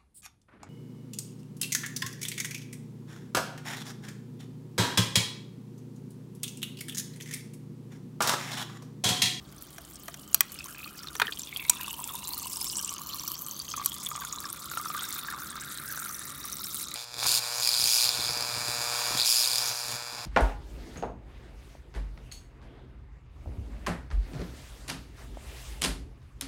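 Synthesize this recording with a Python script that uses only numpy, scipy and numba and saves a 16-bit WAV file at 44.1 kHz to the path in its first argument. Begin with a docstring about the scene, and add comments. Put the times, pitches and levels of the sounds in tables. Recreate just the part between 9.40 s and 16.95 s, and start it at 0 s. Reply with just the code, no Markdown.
"""A thin stream of water spatters and pops in a glass jar, heard close and in mono in a kitchen.
The jar stands in a refrigerator dispenser's alcove, whose near walls return quick echoes of filtered noise spray
and ringing bubbles. The jar's air column rings too; its pitch drops near 2 s, then mostly climbs as the jar fills.
Noise bursts and decaying modes knock the glass now and then; coloured noise and wavering tones hum below."""
import sys
import numpy as np
from scipy import signal
from scipy.fft import rfft, irfft
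from scipy.io import wavfile
from numba import njit

SR = 44100
rng = np.random.default_rng(int(sys.argv[2]) if len(sys.argv) > 2 else 0)


def dump(signal):
    """Clip the signal to [-1, 1] and save it as 16-bit WAV at the path in sys.argv[1]."""
    limited = np.clip(np.atleast_2d(signal).T, -1, 1)
    pcm = np.round(limited * 32767).astype(np.int16)
    wavfile.write(sys.argv[1], SR, pcm)


def undo_db(level):
    """Turn decibels back into plain size, where 20 dB means ten times bigger."""
    steps = np.asarray(level, float) / 20
    return 10 ** steps


N = 333151

# Compressor and fan noise, spectral shape: f/Hz, relative density/dB
HUM_SHAPE = [(15, -44), (25, -14), (59, -3.5), (157, -1), (309, 0.5), (489, -11), (988, -14.5),
             (1190, -10.5), (1940, -21.5), (4140, -22.5), (5000, -25), (8590, -26.5), (10100, -40),
             (13600, -35), (16000, -21.5)]
HUM_DB = -53.5
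# Wavering refrigerator tones: f/Hz, width/Hz, rms level/dB
HUM_TONES = [(1190, 16, -73), (59.8, 3.5, -65), (79.7, 5, -65), (119, 20, -68), (145, 8.9, -59.5),
             (199.2, 5.1, -63), (567, 1.9, -75)]
# Echoes off the near alcove walls: delay t/s, level/dB
WALL_ECHOES = [(.0011, -21.5), (.0019, -39), (.0031, -28.5), (.0047, -13.5), (.0068, -23), (.0103, -16.5)]
KITCHEN_DB, KITCHEN_T60_S = -20.5, 0.23
# Dull knocks on the glass, levels before a common trim: t/s, low level/dB, middle level/dB, treble level/dB,
# swell t/s, low ring f/Hz, low ring level over the low range/dB
DULL_KNOCKS = [(0.3815, -42, -49, -40, 0.0013, 680, -1.5), (0.681, -35.5, -42, -37, 0.00087, 686, -3.5),
               (0.741, -45, -50, -37, 0.001, 695, -7), (0.9452, -43.5, -50, -45, 0.00068, 670, 1),
               (1.752, -37, -41, -35.5, 0.0005, 426, -9), (1.7975, -22, -27, -26.5, 0.0013, 997, -7.5),
               (1.815, -15.5, -22, -28.5, 0.0039, 420, -19), (1.921, -46, -30, -38, 0.0028, 685, -14)]
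KNOCK_TREBLE_HZ, KNOCK_T60_S = 6030, 0.026
# Bright cracks, which also ring the air column, levels before the same trim: t/s, low level/dB,
# middle level/dB, treble level/dB, swell t/s, treble centre f/Hz, air ring level over the low range/dB
BRIGHT_CRACKS = [(0.9447, -30, -31, -10.5, 0.00017, 13000, -12),
                 (1.0066, -23, -26.5, -11.5, 0.00073, 13800, -19),
                 (2.2954, -34.5, -54, -9.5, 0.0023, 7900, 6), (4.4597, -39.5, -60, -17, 0.00011, 10900, 3)]
CRACK_T60_S = 0.017
# Modes of the hand-damped glass: f/Hz, relative level/dB, decay t60/s
GLASS_MODES = [(1500, 0.5, 0.0091), (2450, -1, 0.035), (3210, 5, 0.013), (4400, 14.5, 0.0041),
               (5740, 4, 0.017), (6900, -3, 0.025), (8040, 4, 0.017), (9450, 4, 0.015),
               (11880, 12.5, 0.005), (13600, 1, 0.012)]
# Course of the splash, levels before trims: t/s, jar air level/dB, middle spray level/dB, fine spray level/dB
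SPLASH_COURSE = [(0.0, -74, -59.5, -61), (0.2, -62, -53.5, -50.5), (0.55, -68, -55.5, -47.5),
                 (0.85, -62, -55.5, -50), (1.3, -53, -50, -45.5), (1.7, -51.5, -50.5, -48),
                 (2.3, -53.5, -50, -43), (2.75, -48, -48, -37), (3.3, -51, -41.5, -37),
                 (3.6, -45, -42.5, -43), (3.85, -47, -43.5, -42), (4.05, -50, -49, -39.5),
                 (4.25, -53, -44, -43.5), (4.6, -49.5, -42, -41), (4.85, -42.5, -44, -43.5),
                 (5.15, -44.5, -45, -43), (5.35, -44, -43.5, -40.5), (5.55, -40, -41, -36.5),
                 (5.75, -47, -41, -34.5), (5.95, -38, -47, -40), (6.2, -46.5, -45, -42.5),
                 (6.55, -41, -46.5, -36.5), (6.95, -47, -48, -38.5), (7.4, -47, -39.5, -33.5),
                 (7.55, -49, -38.5, -51)]
# Air column above the water: t/s, first mode f/Hz, second mode f/Hz, second mode level over middle spray/dB
AIR_COLUMN = [(0, 1275, 3290, -14), (.9, 1274, 3010, -7), (1.75, 1293, 3020, -15), (2.3, 968, 2580, -4),
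              (3.3, 1058, 2912, -16.5), (3.5, 1147, 2996, -16), (4.3, 1113, 3200, -11.5),
              (5.1, 1190, 3600, -16.5), (6.1, 1270, 3734, -9.5), (6.5, 1417, 3900, -19),
              (6.9, 1250, 3770, -7.5), (7.55, 1238, 3950, -12)]
# Singing streaks in the froth: start t/s, end t/s, from f/Hz, to f/Hz, resonance width/Hz,
# level over middle spray/dB
FROTH_STREAKS = [(1.81, 1.908, 2300, 1500, 1200, -2), (2.306, 2.52, 1000, 1500, 580, -3.5),
                 (1.98, 2.54, 3360, 3660, 670, -7), (0.9, 1.75, 2500, 2530, 97, -15),
                 (2.07, 2.38, 2260, 2300, 530, -4), (2.29, 3.08, 2300, 4570, 390, -9),
                 (3.13, 3.52, 4800, 6100, 590, -8.5), (2.98, 3.57, 7400, 7800, 2400, -10.5),
                 (3.6, 4.4, 4150, 4700, 180, -14), (3.65, 5, 5800, 6900, 400, -24),
                 (3.6, 4.05, 7000, 7900, 200, -15), (3.6, 4.2, 14600, 12600, 2100, -20),
                 (5.5, 7.15, 1190, 1950, 830, -8), (6.45, 7.2, 6000, 5660, 300, -16)]
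FROTH_RUNG_DB = -3.5   # how strongly splashes ring a streak
# Bands where the splash is quieter (silent rows end before they start and do nothing):
# start t/s, end t/s, from f/Hz, to f/Hz, width/Hz, share removed at the centre (0 to 1)
QUIET_BANDS = [(0.5, 1.64, 9700, 9500, 520, 0.45), (3, 4.4, 1850, 2240, 400, 0.78),
               (4, 4.3, 4920, 5450, 500, 0.96), (3.5, 4.4, 8000, 9800, 1800, 0.62),
               (6.5, 6.7, 2700, 2830, 250, 0.43), (3, 2.9, 1360, 1500, 920, .6),
               (1.9, 2.2, 1300, 1050, 570, 0.8), (1.5, 0.63, 2700, 1230, 1900, 0.76)]
# Loudest gulps, which ring the jar's air: t/s, peak level before trim/dB, f/Hz
LOUD_GULPS = [(1.2567, -36.5, 1086), (1.4584, -35, 1220), (1.6435, -33, 1264), (1.8533, -25.5, 1850),
              (1.8801, -26.5, 1670), (1.885, -40, 425), (2.2503, -25.5, 2180), (2.3322, -36, 1190),
              (2.3949, -35.5, 1670), (2.4097, -37, 1930), (2.4781, -30.5, 1120), (2.5914, -30, 1015),
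              (2.61, -33, 976), (2.705, -31, 1090), (2.745, -32.5, 950), (3.0573, -31, 1009),
              (3.52, -33, 1103), (3.6092, -33, 1120), (3.7415, -32.5, 1130), (4.3389, -22, 1270),
              (4.3759, -25.5, 1127), (4.3965, -25.5, 1150), (4.4149, -27.5, 1160), (4.714, -24.5, 1232),
              (4.7527, -27, 1194), (4.7766, -27.5, 1170), (4.8165, -30, 1130), (5.0554, -28, 1140),
              (5.314, -28, 1420), (5.3356, -27, 1320), (5.3724, -18, 1350), (5.3975, -26, 1200),
              (5.4571, -22.5, 1295), (5.5011, -23, 1215), (5.5465, -21, 1207), (5.5731, -28, 1500),
              (5.62, -28, 1410), (5.8844, -24, 1634), (5.9378, -26.5, 1190), (5.9789, -32, 1250),
              (6.1562, -28.5, 1310), (6.176, -29, 1255), (6.2232, -33, 1630), (6.5151, -33, 1640),
              (6.5353, -31, 1510), (6.5744, -26.5, 1514), (6.6953, -31.5, 1230)]
# Smaller gulps: count, upward scatter in octaves, peak over the jar air's level, standard deviation
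SMALL_GULPS = 60
SMALL_GULP_OCTAVES, SMALL_GULP_DB, SMALL_GULP_SPREAD_DB = 0.264, 11, 2
# Loudest pops: t/s, peak level before trim/dB, f/Hz
LOUD_POPS = [(0.223, -24.5, 13500), (0.6573, -31, 11140), (0.8771, -30.5, 7500), (0.9302, -24, 6800),
             (1.098, -36, 4400), (1.1193, -23.5, 11300), (1.1425, -24, 9500), (1.1884, -27, 5160),
             (1.2418, -24, 8600), (1.2588, -25.5, 6230), (1.4447, -26, 4210), (1.5914, -28, 4830),
             (1.6327, -26, 5440), (1.6718, -23, 4134), (1.6849, -26.5, 3700), (1.7657, -22, 5900),
             (1.8695, -21, 3130), (1.934, -26, 4560), (1.9729, -27.5, 3180), (1.9884, -22, 14100),
             (1.9938, -18.5, 7200), (2.0181, -22, 7440), (2.0337, -22, 5890), (2.162, -22, 3253),
             (2.1714, -18, 11500), (2.1953, -29, 2600), (2.2871, -29, 3800), (2.356, -35, 3708),
             (2.3689, -33, 3440), (2.4108, -21, 12800), (2.4318, -19, 12800), (2.4812, -22.5, 9700),
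             (2.5076, -25, 7700), (2.508, -29.5, 2900), (2.5296, -20.5, 11900), (2.6171, -29, 11200),
             (2.6411, -17.5, 7560), (2.6756, -19.5, 11200), (2.7532, -18, 11650), (2.8733, -19, 7400),
             (2.8793, -17.5, 11700), (2.8902, -17, 14100), (2.9343, -21, 4400), (2.9795, -16, 14600),
             (3.1294, -23, 5140), (3.159, -23, 5480), (3.1698, -19.5, 9300), (3.244, -13, 13200),
             (3.2984, -21, 4950), (3.348, -28, 8070), (3.3555, -22, 5700), (3.3692, -17, 7400),
             (3.3826, -19, 8000), (3.3923, -21.5, 5730), (3.4465, -17, 7530), (3.493, -16.5, 5860),
             (3.5386, -18, 9130), (3.5816, -22, 6300), (3.6176, -24, 7200), (3.7355, -24, 4220),
             (3.7447, -21, 13700), (3.7961, -21, 5560), (3.8769, -21, 5500), (3.8791, -12, 13200),
             (3.9175, -14, 11900), (4.0641, -20, 7850), (4.1111, -22, 6140), (4.1923, -19, 10500),
             (4.0844, -20, 12320), (4.3006, -24, 7610), (4.338, -27, 2370), (4.3662, -18.5, 10160),
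             (4.4468, -17, 11920), (4.5189, -26, 3220), (4.5417, -19, 10150), (4.6297, -23, 9260),
             (4.6619, -17.5, 9420), (4.6668, -21, 3370), (4.6882, -15, 14090), (4.4968, -24.5, 7900),
             (4.7615, -21.5, 8360), (4.8493, -19.5, 9400), (4.9851, -25.5, 3920), (4.9261, -17, 6700),
             (5.0028, -18, 14650), (5.0542, -21, 5330), (5.1015, -19.5, 8400), (5.1279, -15, 11710),
             (5.2565, -21, 14780), (5.4545, -24, 5850), (5.5927, -23.5, 3260), (5.6322, -19, 8255),
             (6.5126, -21, 13460), (6.6414, -22, 9450), (6.7449, -23, 5680), (6.7934, -21, 10100),
             (7.125, -16.5, 11370), (7.2436, -21.5, 5400), (7.3446, -16.5, 9643), (7.38, -23, 13600),
             (7.3948, -22, 13400), (7.4163, -19.5, 9210), (7.44, -20.5, 7900), (7.5407, -15, 8910)]
# Smaller pops: count, pitch range, mean peak over the spray's level
SMALL_POPS = 150
SMALL_POP_LOW_HZ, SMALL_POP_HIGH_HZ, SMALL_POP_DB = 4990, 14800, 15.5
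# Pops on the pitch of the streaks and the second mode: rate, scatter, peaks over the middle spray
TUNED_POPS_PER_S, TUNED_POP_OCTAVES = 14, 0.045
STREAK_POP_DB, MODE_POP_DB, TUNED_POP_SPREAD_DB = 15, 10, 3
TUNED_POP_LOW_HZ = 2000   # streaks that start no higher pop no bubbles
POOL_S = 2.4   # from here the water is deep enough for bubbles on the second mode
# Colour of the spray: f/Hz, relative density/dB per Hz
SPRAY_COLOUR = [(1180, -36), (2000, -7), (2490, -8), (2720, -28), (3780, 0.5), (5010, -5), (5820, -4.5),
                (6470, -4.5), (12500, -9), (15500, -5), (16500, -23)]


def rms_one(x):
    """Scale to unit rms."""
    return x / np.sqrt(np.mean(x ** 2) + 1e-20)


def in_time(rows):
    """Interpolate each column of a table over the scene's samples."""
    s, *columns = np.transpose(rows)
    return [np.interp(np.arange(N) / SR, s, column) for column in columns]


def at_hz(points, hz):
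    """Read a spectrum table along a logarithmic frequency axis."""
    table_hz, table_db = np.array(points).T
    return np.interp(np.log(hz), np.log(table_hz), table_db)


def band(x, low_hz, high_hz):
    """Keep one frequency range."""
    sos = signal.butter(2, [low_hz, min(high_hz, SR / 2.2)], "band", fs=SR, output="sos")
    return signal.sosfilt(sos, x)


@njit
def resonate(x, hz, width_hz, sr):
    """Two-pole resonance whose centre may move, gain 1 on top."""
    y, r = np.zeros(len(x)), np.exp(-np.pi * width_hz / sr)
    for i in range(2, len(x)):
        drive = (1 - r * r) / 2 * (x[i] - x[i - 2])
        y[i] = drive + 2 * r * np.cos(2 * np.pi * hz[i] / sr) * y[i - 1] - r * r * y[i - 2]
    return y


def resonate_at(x, hz, width_hz):
    """Resonance at a steady pitch."""
    return resonate(x, np.full(len(x), float(hz)), float(width_hz), SR)


def add(out, s, sound):
    """Mix a sound in at a time in seconds."""
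    at = int(s * SR)
    out[at:at + len(sound)] += sound[:N - at]


def burst(t60, size=2000):
    """A puff of noise that starts at once and dies."""
    return rng.standard_normal(size) * undo_db(-60 * np.arange(size) / SR / t60)


def refrigerator():
    """Compressor and fan: coloured noise, and noise through narrow resonances as wavering tones."""
    hz = np.maximum(np.fft.rfftfreq(N, 1 / SR), 1)
    spectrum = rfft(rng.standard_normal(N)) * undo_db(at_hz(HUM_SHAPE, hz))
    out = undo_db(HUM_DB) * rms_one(irfft(spectrum, N))
    for tone_hz, width_hz, db in HUM_TONES:
        out += undo_db(db) * rms_one(resonate_at(rng.standard_normal(N), tone_hz, width_hz))
    return out


def alcove(x):
    """Close plastic walls give a few quick echoes of alternating sign."""
    out = x.copy()
    for k, (s, db) in enumerate(WALL_ECHOES):
        add(out, s, undo_db(db) * (-1) ** k * x)
    return out


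def kitchen(x):
    """The room's faint answer: a decaying tail of band-limited noise."""
    tail = band(burst(KITCHEN_T60_S, size=12000), 370, 4900)
    tail /= np.sqrt(np.sum(tail ** 2))
    return undo_db(KITCHEN_DB) * signal.fftconvolve(x, tail)[:N]


def knocks():
    """A noise burst in three ranges also strikes the hand-damped glass modes; the kitchen answers."""
    out, t, air_hz = np.zeros(N), np.arange(2000) / SR, in_time(AIR_COLUMN)[0]
    blows = []
    for *start, thump_hz, thump_db in DULL_KNOCKS:
        blows.append((*start, KNOCK_TREBLE_HZ, KNOCK_T60_S, thump_hz, thump_db))
    for *start, treble_hz, air_db in BRIGHT_CRACKS:
        blows.append((*start, treble_hz, CRACK_T60_S, air_hz[int(start[0] * SR)], air_db))
    for s, low_db, middle_db, treble_db, swell_s, treble_hz, t60, thump_hz, thump_db in blows:
        modes = np.zeros(len(t))
        for hz, db, ring_s in GLASS_MODES:
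            modes += undo_db(db - 60 * t / ring_s + rng.normal(0, 0.4)) * np.sin(2 * np.pi * hz * t)
        blow = (burst(t60) + 0.31 * modes) * np.minimum(t / swell_s, 1) ** 2
        thump = rms_one(resonate_at(blow, thump_hz, 31))
        low = rms_one(band(band(blow, 950, 2140), 660, 1800)) + undo_db(thump_db) * thump
        middle = rms_one(band(blow, 2950, 4930))
        treble = rms_one(0.5 * band(blow, 4500, 16000) + resonate_at(blow, treble_hz, treble_hz / 5))
        sound = undo_db(low_db) * low + undo_db(middle_db) * middle + undo_db(treble_db) * treble
        add(out, s, undo_db(-11) * sound)
    return out + kitchen(out)


def blips(hz, width_hz, per_s, scatter):
    """Random kicks ring a resonance twice over, so each swells and fades; each lands a little off pitch."""
    born = rng.random(N) < per_s / SR
    kicks = born * undo_db(0.94 * np.minimum(rng.exponential(1, N), 3)) * rng.choice([-1, 1], N)
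    wander = hz * (1 + scatter * rng.standard_normal(N)[np.cumsum(born)])   # new pitch at each kick
    source = rms_one(kicks) + 0.64 * rng.standard_normal(N)
    once = resonate(source, wander, width_hz, SR)
    return rms_one(resonate(once, wander, width_hz * 0.69, SR))


def streak(start, end, from_hz, to_hz):
    """Fade in and out, and a straight glide in pitch."""
    t = np.arange(N) / SR
    fade = np.clip(np.minimum(t - start, end - t) / 0.066, 0, 1)
    return fade, np.interp(t, [start, end], [from_hz, to_hz])


def jar_air(air_db, middle_db, splashes):
    """Bubbles ring the air column's two modes; froth sings in streaks that every splash also rings."""
    first_hz, second_hz, second_db = in_time(AIR_COLUMN)
    out = undo_db(air_db - 4) * blips(first_hz, 265.0, per_s=150, scatter=0.065)
    out += undo_db(middle_db + second_db) * blips(second_hz, 210.0, per_s=120, scatter=0.045)
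    out += undo_db(-8) * resonate(splashes, second_hz, 440.0, SR)
    out += undo_db(10.5) * resonate(splashes, first_hz, 320.0, SR)
    for start, end, from_hz, to_hz, width_hz, own_db in FROTH_STREAKS:
        fade, hz = streak(start, end, from_hz, to_hz)
        own = undo_db(middle_db + own_db) * blips(hz, float(width_hz), per_s=260, scatter=0.026)
        rung = undo_db(FROTH_RUNG_DB) * resonate(splashes, hz, float(width_hz), SR)
        out += fade * (own + rung)
    return out


def with_gaps(x):
    """Subtract resonances so that the water is quieter in a few slowly moving bands."""
    for start, end, from_hz, to_hz, width_hz, share in QUIET_BANDS:
        fade, hz = streak(start, end, from_hz, to_hz)
        x = x - fade * np.clip(share, 0, 1) * resonate(x, hz, float(width_hz), SR)
    return x


def pops(table, cycles, swell, rise, hiss, gain_db):
    """Each bubble swells, rings a few cycles with rising pitch and sheds a puff of noise."""
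    out, t = np.zeros(N), np.arange(2000) / SR
    for s, peak_db, hz in table:
        age = t * hz / (cycles * (hz / 3000) ** 0.51)      # in decay times; small bubbles ring more cycles
        envelope = (1 - np.exp(-age / swell)) * np.exp(-age)
        tone = envelope * np.sin(2 * np.pi * hz * t * (1 + rise * age))
        puff = resonate_at(burst(t60=0.0073) * (1 - np.exp(-t / 0.0003)), hz, hz / 1.97)
        sound = tone / np.abs(tone).max() + hiss * (hz / 6000) * puff / np.abs(puff).max()
        add(out, s, undo_db(peak_db + gain_db) * sound / np.abs(sound).max())
    return out


def small_gulps(air_db):
    """Random rows of t/s, peak/dB, f/Hz: at or a little above the air column's first mode."""
    at = (rng.random(SMALL_GULPS) * (N - 1)).astype(int)
    off, size = rng.standard_normal((SMALL_GULPS, 2)).T
    hz = in_time(AIR_COLUMN)[0][at] * 2 ** (SMALL_GULP_OCTAVES * np.abs(off))
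    return np.c_[at / SR, air_db[at] + SMALL_GULP_DB + SMALL_GULP_SPREAD_DB * size, hz]


def small_pops(middle_db, fine_db):
    """Random rows of t/s, peak/dB, f/Hz: any high pitch, as loud as the spray around them allows."""
    when, pitch, size = rng.random((SMALL_POPS, 3)).T
    at = (when * (N - 1)).astype(int)
    spray_db = middle_db[at] + pitch * (fine_db[at] - middle_db[at])
    level_db = spray_db + SMALL_POP_DB + 6 * (2 * size - 1)   # up to 6 dB either way
    hz = SMALL_POP_LOW_HZ * (SMALL_POP_HIGH_HZ / SMALL_POP_LOW_HZ) ** pitch
    return np.c_[at / SR, level_db, hz]


def tuned_pops(middle_db):
    """Random rows of t/s, peak/dB, f/Hz along the high streaks and the air column's second mode."""
    paths = []
    for start, end, from_hz, to_hz, *_ in FROTH_STREAKS:
        if from_hz > TUNED_POP_LOW_HZ:
            paths.append((start, end, streak(start, end, from_hz, to_hz)[1], STREAK_POP_DB))
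    paths.append((POOL_S, N / SR, in_time(AIR_COLUMN)[1], MODE_POP_DB))
    rows = []
    for start, end, hz, over_db in paths:
        count = int(TUNED_POPS_PER_S * (end - start)) + 1
        at = np.minimum(rng.uniform(start, end, count) * SR, N - 1).astype(int)
        off, size = rng.standard_normal((count, 2)).T
        level_db = middle_db[at] + over_db + TUNED_POP_SPREAD_DB * size
        rows += list(np.c_[at / SR, level_db, hz[at] * 2 ** (TUNED_POP_OCTAVES * off)])
    return rows


def patter(per_s, spread_db, t60, swell_s):
    """Envelope of random impacts: quick rise, quick decay, a few much stronger than most."""
    hits = (rng.random(N) < per_s / SR) * undo_db(spread_db * np.minimum(rng.exponential(1, N), 3))
    dying = signal.lfilter([1], [1, -undo_db(-60 / (t60 * SR))], hits + 1e-18)
    return signal.lfilter([1], [1, -np.exp(-1 / (swell_s * SR))], dying)


def spray(middle_db, fine_db):
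    """Drops burst as puffs of noise a band or two wide; some strike every band at once."""
    edges, out = 2000 * 2 ** np.arange(0, 3.3, 1 / 3), np.zeros(N)   # third octaves
    wide = rms_one(patter(per_s=35, spread_db=2.5, t60=0.0051, swell_s=0.00023))
    previous = 0   # patter of the band below
    for low, high in zip(edges, edges[1:]):
        own = rms_one(patter(per_s=90, spread_db=4.5, t60=0.0099, swell_s=0.00081))
        puffs = (0.39 * wide + own + 0.88 * previous + 0.13) * rng.standard_normal(N)
        share = np.clip(np.log(low / 4500) / np.log(1.8), 0, 1)      # middle fades into fine with pitch
        level_db = middle_db + share * (fine_db - middle_db)
        tilt_db = at_hz(SPRAY_COLOUR, np.sqrt(low * high)) + 10 * np.log10(high / 40000)
        out += undo_db(level_db + tilt_db + 2) * rms_one(band(puffs, low, high))
        previous = own
    return out


def scene():
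    """Water in its alcove, with the knocks and the refrigerator beside it."""
    air_db, middle_db, fine_db = in_time(SPLASH_COURSE)
    pop_rows = [*LOUD_POPS, *small_pops(middle_db, fine_db), *tuned_pops(middle_db)]
    bubbles = pops(pop_rows, cycles=5.86, swell=0.19, rise=0.0055, hiss=0.94, gain_db=-3.5)
    splashes = undo_db(-1.5) * spray(middle_db, fine_db) + bubbles
    gulp_rows = [*LOUD_GULPS, *small_gulps(air_db)]
    gulps = pops(gulp_rows, cycles=5.6, swell=1.6, rise=0.0015, hiss=3.6, gain_db=-2)
    water = splashes + gulps + jar_air(air_db, middle_db, splashes)
    mix = alcove(with_gaps(water)) + knocks() + refrigerator()
    return mix[None]


def top_cut(x):
    """Nothing passes above about 17 kHz."""
    return signal.sosfilt(signal.butter(12, 17080, fs=SR, output="sos"), x)


def record(dry):
    """The microphone signal loses its top: 50 dB down from 16250 Hz."""
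    low_pass = signal.cheby2(18, 50, 16250, fs=SR, output="sos")
    mix = signal.sosfilt(low_pass, dry)
    return top_cut(mix)


dry = scene()
out = record(dry)
dump(out)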